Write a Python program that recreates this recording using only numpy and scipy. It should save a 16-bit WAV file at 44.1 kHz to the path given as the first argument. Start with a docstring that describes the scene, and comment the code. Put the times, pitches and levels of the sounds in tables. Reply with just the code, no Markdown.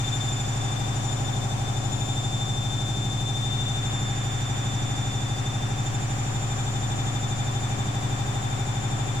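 """Washing machine in a fast spin

A front-loader spins steadily at about 750 rpm in a small room, heard by a hand-held stereo microphone near its door.
The unbalanced load shoves the cabinet and taps a loose panel once a turn: both are sums or rings locked to the drum.
Bearings and panels rattle in a pattern repeated each turn, and the mains hum beats slowly with the drum's throb.
The belt-driven motor buzzes and whines; its speed sways with every drum turn, and wall echoes make the whine flutter.
Shaped noise gives the air churned by the drum and the hiss of the brushes."""
import sys
import numpy as np
from scipy.fft import rfft, irfft, next_fast_len
from scipy.io import wavfile
from scipy.ndimage import uniform_filter1d, map_coordinates

SR = 44100
rng = np.random.default_rng(int(sys.argv[2]) if len(sys.argv) > 2 else 0)


def unload_wav(signal):
    """Save mono or channel-first audio to the path in sys.argv[1] as 16-bit WAV at rate SR, clipped to [-1, 1]."""
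    wavfile.write(
        sys.argv[1],
        SR,
        np.round(np.clip(np.atleast_2d(signal).T, -1, 1) * 32767).astype(np.int16),
    )


N = 405719
T = np.arange(N) / SR  # time of each sample [s]

DRUM_HZ = 12.4465  # drum turns a second
MOTOR_HZ = 197.91  # mean motor turns a second
MAINS_HZ = 49.95
TOP_HZ = 15700  # band limit of the recorder


def amp(db):
    """Decibels to gain."""
    return 10 ** (np.asarray(db) / 20)


def along(points, hz):
    """(frequency [Hz], value) points read on a log frequency axis."""
    f, v = np.transpose(points)
    return np.interp(np.log(hz + 1), np.log(f + 1), v)


def curves(rows):
    """One value per sample for each column after the time."""
    s, *cols = np.transpose(rows)
    return np.array([np.interp(T, s, c) for c in cols])


def meander(steps):
    """A smooth random value for each sample's place on a path, one knot a step."""
    coarse = np.abs(steps[::64])
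    knots = rng.standard_normal(1024)
    smooth = map_coordinates(knots, [coarse], mode="mirror")
    return np.interp(T, T[::64], smooth)


def wobble(rate):
    """A smooth random curve in time, rate knots a second."""
    return meander(rate * T)


def filtered(x, response):
    """x times a response of frequency, zero-padded so that its end does not wrap round."""
    m = next_fast_len(N + SR // 4)
    return irfft(rfft(x, m) * response(np.fft.rfftfreq(m, 1 / SR)), m)[..., :N]


def cycle(lines, size=8192):
    """The sound of one turn from its complex rms multiples 1, 2, ..; read it at any number of turns."""
    shape = irfft(np.r_[0, lines], size) * size / np.sqrt(2)
    step = np.roll(shape, -1) - shape

    def read(turns):
        at = turns * size
        whole = np.floor(at)
        i = whole.astype(int) % size
        return shape[i] + (at - whole) * step[i]
    return read


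def scattered(gains):
    """Lines of the given strengths at random phases."""
    return gains * np.exp(2j * np.pi * rng.random(len(gains)))


def sides(lean_db):
    """Left and right gains, lean_db apart, at constant power."""
    ratio = amp(lean_db)
    return np.array([ratio, np.ones_like(ratio)]) * np.sqrt(2 / (1 + ratio ** 2))


def load(t, peak_s):
    """The pull of the unbalanced load, once a drum turn."""
    return np.cos(2 * np.pi * DRUM_HZ * (t - peak_s))


def throb(depth_db, peak_s, count=1):
    """A swell and a notch, count times a drum turn, as a swaying tone beats against its strongest echo."""
    echo = np.clip(np.log(amp(depth_db)), -.9, .9)  # a negative depth puts the notch at peak_s
    return np.sqrt(1 + 2 * echo * load(count * T, count * peak_s) / (1 + echo ** 2))


# the hand's path through the echoes, quick in three spells and slow between:
# (time [s], path travelled [cm])
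HAND_PATH = [(0, 0), (2.5, 22.5), (3.3, 24), (4.1, 28.5), (5.2, 31), (6.2, 37.5), (9.2, 41)]


def room(sound, wall_db, spread_s, sway_s, apart_s, count=4, patch_cm=6):
    """Each ear gets sound(time) directly and off walls whose paths meander as the hand travels."""
    travel_cm, = curves(HAND_PATH)
    ears = []
    for lead in (apart_s / 2, -apart_s / 2):
        ear = sound(T + lead)
        delays = spread_s * (np.arange(count) + rng.random(count)) / count
        for delay in delays:
            sway = sway_s * meander(travel_cm / patch_cm)
            ear = ear + amp(wall_db) * sound(T - delay - sway)
        ears.append(ear / np.sqrt(1 + count * amp(wall_db) ** 2))
    return np.array(ears)


def motor_turns(sway=.0026, fastest_s=.006, drift=.0003):
    """The motor's angle as a function of time: the load speeds and brakes it through the belt."""
    speed_hz = MOTOR_HZ * (1 + sway * load(T, fastest_s) + drift * wobble(14))
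    ahead = np.cumsum(speed_hz) / SR - MOTOR_HZ * T
    return lambda t: MOTOR_HZ * t + ahead[np.clip((t * SR).astype(int), 0, N - 1)]


# the cabinet's answer to the load, before the microphone's place colours it:
# (multiple of the drum speed, level [dB rms])
CABINET_LINES = [(1, -41.5), (2, -60), (3, -51), (4, -52), (5, -43.1), (6, -57), (7, -55.5), (8, -58.5),
                 (9, -31), (10, -35.3), (11, -34.5), (12, -55.5), (13, -57), (14, -58), (15, -48),
                 (16, -61.5), (17, -56), (18, -67), (19, -60), (20, -59.5), (21, -46), (22, -56.5),
                 (23, -61), (24, -56), (25, -63), (26, -61), (27, -66), (28, -53.5), (29, -63), (30, -61),
                 (31, -65), (32, -67)]


def cabinet(size=128):
    """One shove a turn: the cabinet booms at once and rings down until the next."""
    order, db = np.transpose(CABINET_LINES)
    level_db = np.interp(np.arange(size // 2 + 1), order, db)
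    # fold the cepstrum forward: minimum phase, so that the ring follows the shove
    cepstrum = irfft(np.log(amp(level_db)))
    cepstrum[1:size // 2] *= 2
    cepstrum[size // 2 + 1:] = 0
    boom = cycle(np.exp(rfft(cepstrum))[1:len(order) + 1])
    turns = DRUM_HZ * T + 0.0026 * wobble(7.2)
    return boom(turns) * amp(0.14 * wobble(5))


def knock(ring_hz=792):
    """A loose panel is tapped softly once a drum turn and rings briefly."""
    level_db, onset_s, attack_s, t60_s = -32.5, .006, .008, .06
    age = (T - onset_s) % (1 / DRUM_HZ)  # seconds since the last tap
    decay = amp(level_db - 60 * age / t60_s + 0.74 * wobble(12))
    envelope = (1 - np.exp(-age / attack_s)) * decay
    return envelope * np.sin(2 * np.pi * ring_hz * age)


# bearings and panels, before the microphone's place colours them:
# (frequency [Hz], level of each drum multiple [dB rms])
RATTLE_LEVELS = [(400, -61.5), (490, -64), (570, -57.5), (640, -63.5), (700, -55), (790, -53), (840, -54.5),
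                 (920, -62.5), (1100, -62), (1400, -64.5), (1800, -65.5), (2250, -70), (2480, -66),
                 (3000, -85)]


def rattle(apart_hz=1100):
    """Bearings and panels repeat nearly the same pattern every turn; short waves reach the ears out of step."""
    first = len(CABINET_LINES) + 1  # the multiples above the cabinet's own
    hz = DRUM_HZ * np.arange(first, 250)
    lines = scattered(amp(along(RATTLE_LEVELS, hz) + rng.normal(0, 1, len(hz))))
    twist = np.exp(1j * rng.standard_normal(len(hz)) * hz / apart_hz)
    turns = DRUM_HZ * (T + .00003 * wobble(20))
    below = np.zeros(first - 1)
    ears = [cycle(np.r_[below, lines * ear])(turns) for ear in (twist, 1 / twist)]
    return np.array(ears) * amp(0.68 * load(T, 0.0082) + 0.21 * wobble(11))


# mains hum, before the microphone's place colours it:
# (multiple of the mains frequency, level [dB rms])
HUM_LINES = [(2, -41.3), (3, -60), (4, -56.5), (6, -50.5), (8, -61.5)]


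def hum():
    """The mains hum of the windings slides slowly against the drum's throb."""
    return sum(np.sqrt(2) * amp(db) * np.sin(2 * np.pi * round(k) * MAINS_HZ * T)
               for k, db in HUM_LINES)


# rotor unbalance and slot tones, relative: (multiple of the motor speed, level [dB])
ROTOR_LINES = [(1, -45), (2, -52), (4, -53), (13, -61), (24, -60), (28, -60), (54, -67), (72, -70)]
# buzz of the brushes, relative: (frequency [Hz], level of each motor multiple [dB])
BUZZ_LEVELS = [(600, -73), (1700, -70), (2300, -57), (3350, -62), (4300, -71), (5300, -70.5), (6200, -61),
               (7600, -60.5), (8600, -68), (9400, -69), (10200, -73), (12000, -87.5), (14500, -78),
               (15500, -90)]


def buzz(angle):
    """The rotor and its brushes give a comb of motor multiples, all but the lowest swelling with the load."""
    db = along(BUZZ_LEVELS, MOTOR_HZ * np.arange(1, 79))
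    for order, level in ROTOR_LINES:
        db[round(order) - 1] = level
    lines = scattered(amp(db))
    low = np.arange(len(lines)) < 4
    shake, brushes = cycle(lines * low), cycle(lines * ~low)
    comb = room(lambda t: brushes(angle(t)), wall_db=-2, spread_s=.06, sway_s=.00012,
                apart_s=.00003, count=5)
    swell = amp(1.8 * load(T, -.002) - .6)
    # the long waves of the lowest multiples reach both ears alike
    return shake(angle(T)) * amp(wobble(2.035)) + comb * swell


# how alike the air noise is at both ears: (frequency [Hz], left-right correlation [-1 to 1])
EAR_LIKENESS = [(30, 1), (100, -0.52), (250, 0.28), (500, -0.36), (1000, -0.44), (2500, -0.056),
                (8000, -0.18)]


def rush(spectrum):
    """Stereo noise, fully alike at both ears only in the deepest bass."""
    def response(hz):
        turn = np.arccos(np.clip(along(EAR_LIKENESS, hz), -1, 1)) / 2
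        return amp(along(spectrum, hz)) * [np.cos(turn), np.sin(turn)]

    white = rng.standard_normal((2, N)) * np.sqrt(SR / 2)  # unit power per Hz
    mid, side = filtered(white, response)
    return np.array([mid + side, mid - side])


# air swept round by the drum, relative: (frequency [Hz], density [dB per Hz])
AIR_SPECTRUM = [(12, -69), (45, -79), (62, -61.5), (85, -67), (125, -62), (220, -67.5), (350, -69.5),
                (500, -77), (780, -69.5), (1500, -74), (2500, -80), (3300, -82.5), (5000, -105)]
# brush hiss, relative: (frequency [Hz], density [dB per Hz])
HISS_SPECTRUM = [(2000, -105), (3300, -79.5), (4300, -86), (6200, -82.5), (7500, -79.5), (9000, -93),
                 (11500, -102), (14500, -103), (15700, -108)]


def air(angle):
    """The drum churns the air; the brushes hiss harder once a motor turn and under load."""
    churn = rush(AIR_SPECTRUM) * amp(0.54 * load(T, 0.037) + 0.43 * wobble(7.9))
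    hiss = rush(HISS_SPECTRUM) * amp(0.51 * np.cos(2 * np.pi * angle(T)) + 0.2 * load(T, -0.0051))
    return churn + hiss


# the machine's lean across the stereo microphone: (frequency [Hz], left minus right [dB])
STEREO_LEAN = [(100, .7), (250, 1.5), (500, 1.5), (1100, 5.5), (2500, 5), (4500, 3), (6500, 4), (7200, 0),
               (8300, -10), (9700, 0), (12000, 1), (14500, 5)]
# band gains at the moving microphone:
# (time [s], low mids [dB], upper mids [dB], treble [dB])
BAND_REACH = [(0, -0.9, 0.3, 3.4), (1.3, 2, -2.3, 3), (2.6, -0.4, -3.5, 2.2), (3.4, -1.0, -3, 2),
              (4.1, -1, 1, 1), (5.3, -0.3, -0.9, 1.5), (6.5, 0.4, -0.5, 1.5), (9.2, 1.2, 0.1, 0.9)]
# middles of the three bands, between two steady ends: frequency [Hz]
BAND_CENTRES = [230, 750, 2000, 5500, 40000]


def position(x):
    """Each band has its own left-right lean; three bands come and go as the microphone moves."""
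    x = filtered(x, lambda hz: sides(along(STEREO_LEAN, hz)))
    out = x
    for k, db in enumerate(curves(BAND_REACH)):
        # a triangle: one at this band's middle, zero at its neighbours'
        share = list(zip(BAND_CENTRES, np.arange(len(BAND_CENTRES)) == k + 1))
        band = filtered(x, lambda hz: along(share, hz))
        out = out + band * (amp(db) - 1)
    return out


def whine(angle, order, heard, wall_db, flicker_db, evenness, shared, split_db=3):
    """A swaying motor tone beats against its echoes; evenness sets its steadiness, from fluttering to smooth."""
    level_db, lean_db = curves(heard)
    tone = room(lambda t: np.cos(2 * np.pi * order * angle(t)), wall_db, spread_s=.08,
                sway_s=.0001, apart_s=.00003, count=6)
    tone = tone + shared * tone[::-1]  # the ears are close, so they share part of their echoes

    def rms(size):
        return np.sqrt(np.abs(uniform_filter1d(tone ** 2, size, axis=1)) + 1e-9)

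    # levelling over a whole turn keeps the flutter, levelling over 128 samples smooths it
    even = np.clip(evenness, 0, .8)
    flutter = tone / (rms(128) ** even * rms(round(SR / DRUM_HZ)) ** (1 - even))
    # where evenness is low, the tone also breaks into two pulses a turn and flickers
    split = throb(split_db * (1 - even), peak_s=0.0083, count=2)
    level = amp(level_db + flicker_db * (1 - even) * wobble(60))
    return level * sides(lean_db) * flutter * split / np.sqrt(2)


# the commutator tones, as the microphone passes through their standing waves, before they throb:
# (time [s], amplitude [dB], left minus right [dB])
LOWER_TONE = [(0, -33, 16), (0.55, -38.5, -2), (0.8, -36.3, 11), (1.05, -38.5, 14), (1.8, -39.5, 10),
              (2.1, -33, 7), (3.15, -33.5, 9), (3.55, -30, 11), (4.25, -37, -6.5), (5.25, -36, -2),
              (6.05, -43.5, 2), (6.9, -38.5, 4.5), (9.2, -40, 4)]
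UPPER_TONE = [(0, -37, -1), (0.35, -36, -5), (0.8, -42.5, -1), (1.1, -36, 6), (1.6, -46.1, -1),
              (1.95, -36.5, 10), (2.25, -38, -9), (2.6, -40, -1), (3.4, -41, -5), (3.8, -37.5, 1),
              (5.05, -41, 0), (5.5, -43.5, 2), (5.85, -39, -17), (6.6, -37.5, -3), (9.2, -40, 1)]
# the fainter slot tone between the two: (time [s], amplitude [dB], left minus right [dB])
SLOT_TONE = [(0, -48.5, 8), (1.2, -49.5, 28), (2.2, -52.5, 6), (4.5, -48, 4), (6, -48.5, 10),
             (9.2, -55.5, 6)]
# the lower tone's throb, and the evenness from which both commutator tones start:
# (time [s], throb depth [dB], evenness [0 to 1])
LOWER_THROB = [(0, -3.5, .1), (1.8, -3, .1), (2.15, 6, .6), (2.7, -.8, .55), (3.5, -.5, .6),
               (4.2, -2.2, .6), (5.15, -1.2, .6), (5.7, 1.5, .1), (6.7, 7.5, .8), (8, 6, .75),
               (9.2, 5.5, .75)]


def motor_tones(angle):
    """Two commutator tones and a slot tone, all swelling with the load; the commutator tones grow even together."""
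    throb_db, evenness = curves(LOWER_THROB)
    lower = whine(angle, order=18, heard=LOWER_TONE, wall_db=-6.5, flicker_db=2.5,
                  evenness=evenness, shared=0.2)
    upper = whine(angle, order=36, heard=UPPER_TONE, wall_db=-1, flicker_db=2.5,
                  evenness=evenness + 0.21, shared=0.18)
    slot = whine(angle, order=30, heard=SLOT_TONE, wall_db=-6, flicker_db=1.0,
                 evenness=0.12, shared=.3)
    lower = lower * throb(depth_db=0.95, peak_s=0.00091) * throb(throb_db, peak_s=0.018)
    return lower + (upper + slot) * throb(depth_db=2.5, peak_s=0.0012)


def scene():
    """Drum and motor, heard from in front of the door."""
    angle = motor_turns()
    drum = cabinet() + knock() + rattle()
    motor = amp(-0.3) * buzz(angle)
    machine = position(drum + hum() + motor + air(angle))
    return machine + motor_tones(angle)  # the tones carry their own lean and level


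def record(dry):
    """The recorder keeps nothing above its band limit."""
    return filtered(dry, lambda hz: hz < TOP_HZ)


dry = scene()
out = record(dry)
unload_wav(out)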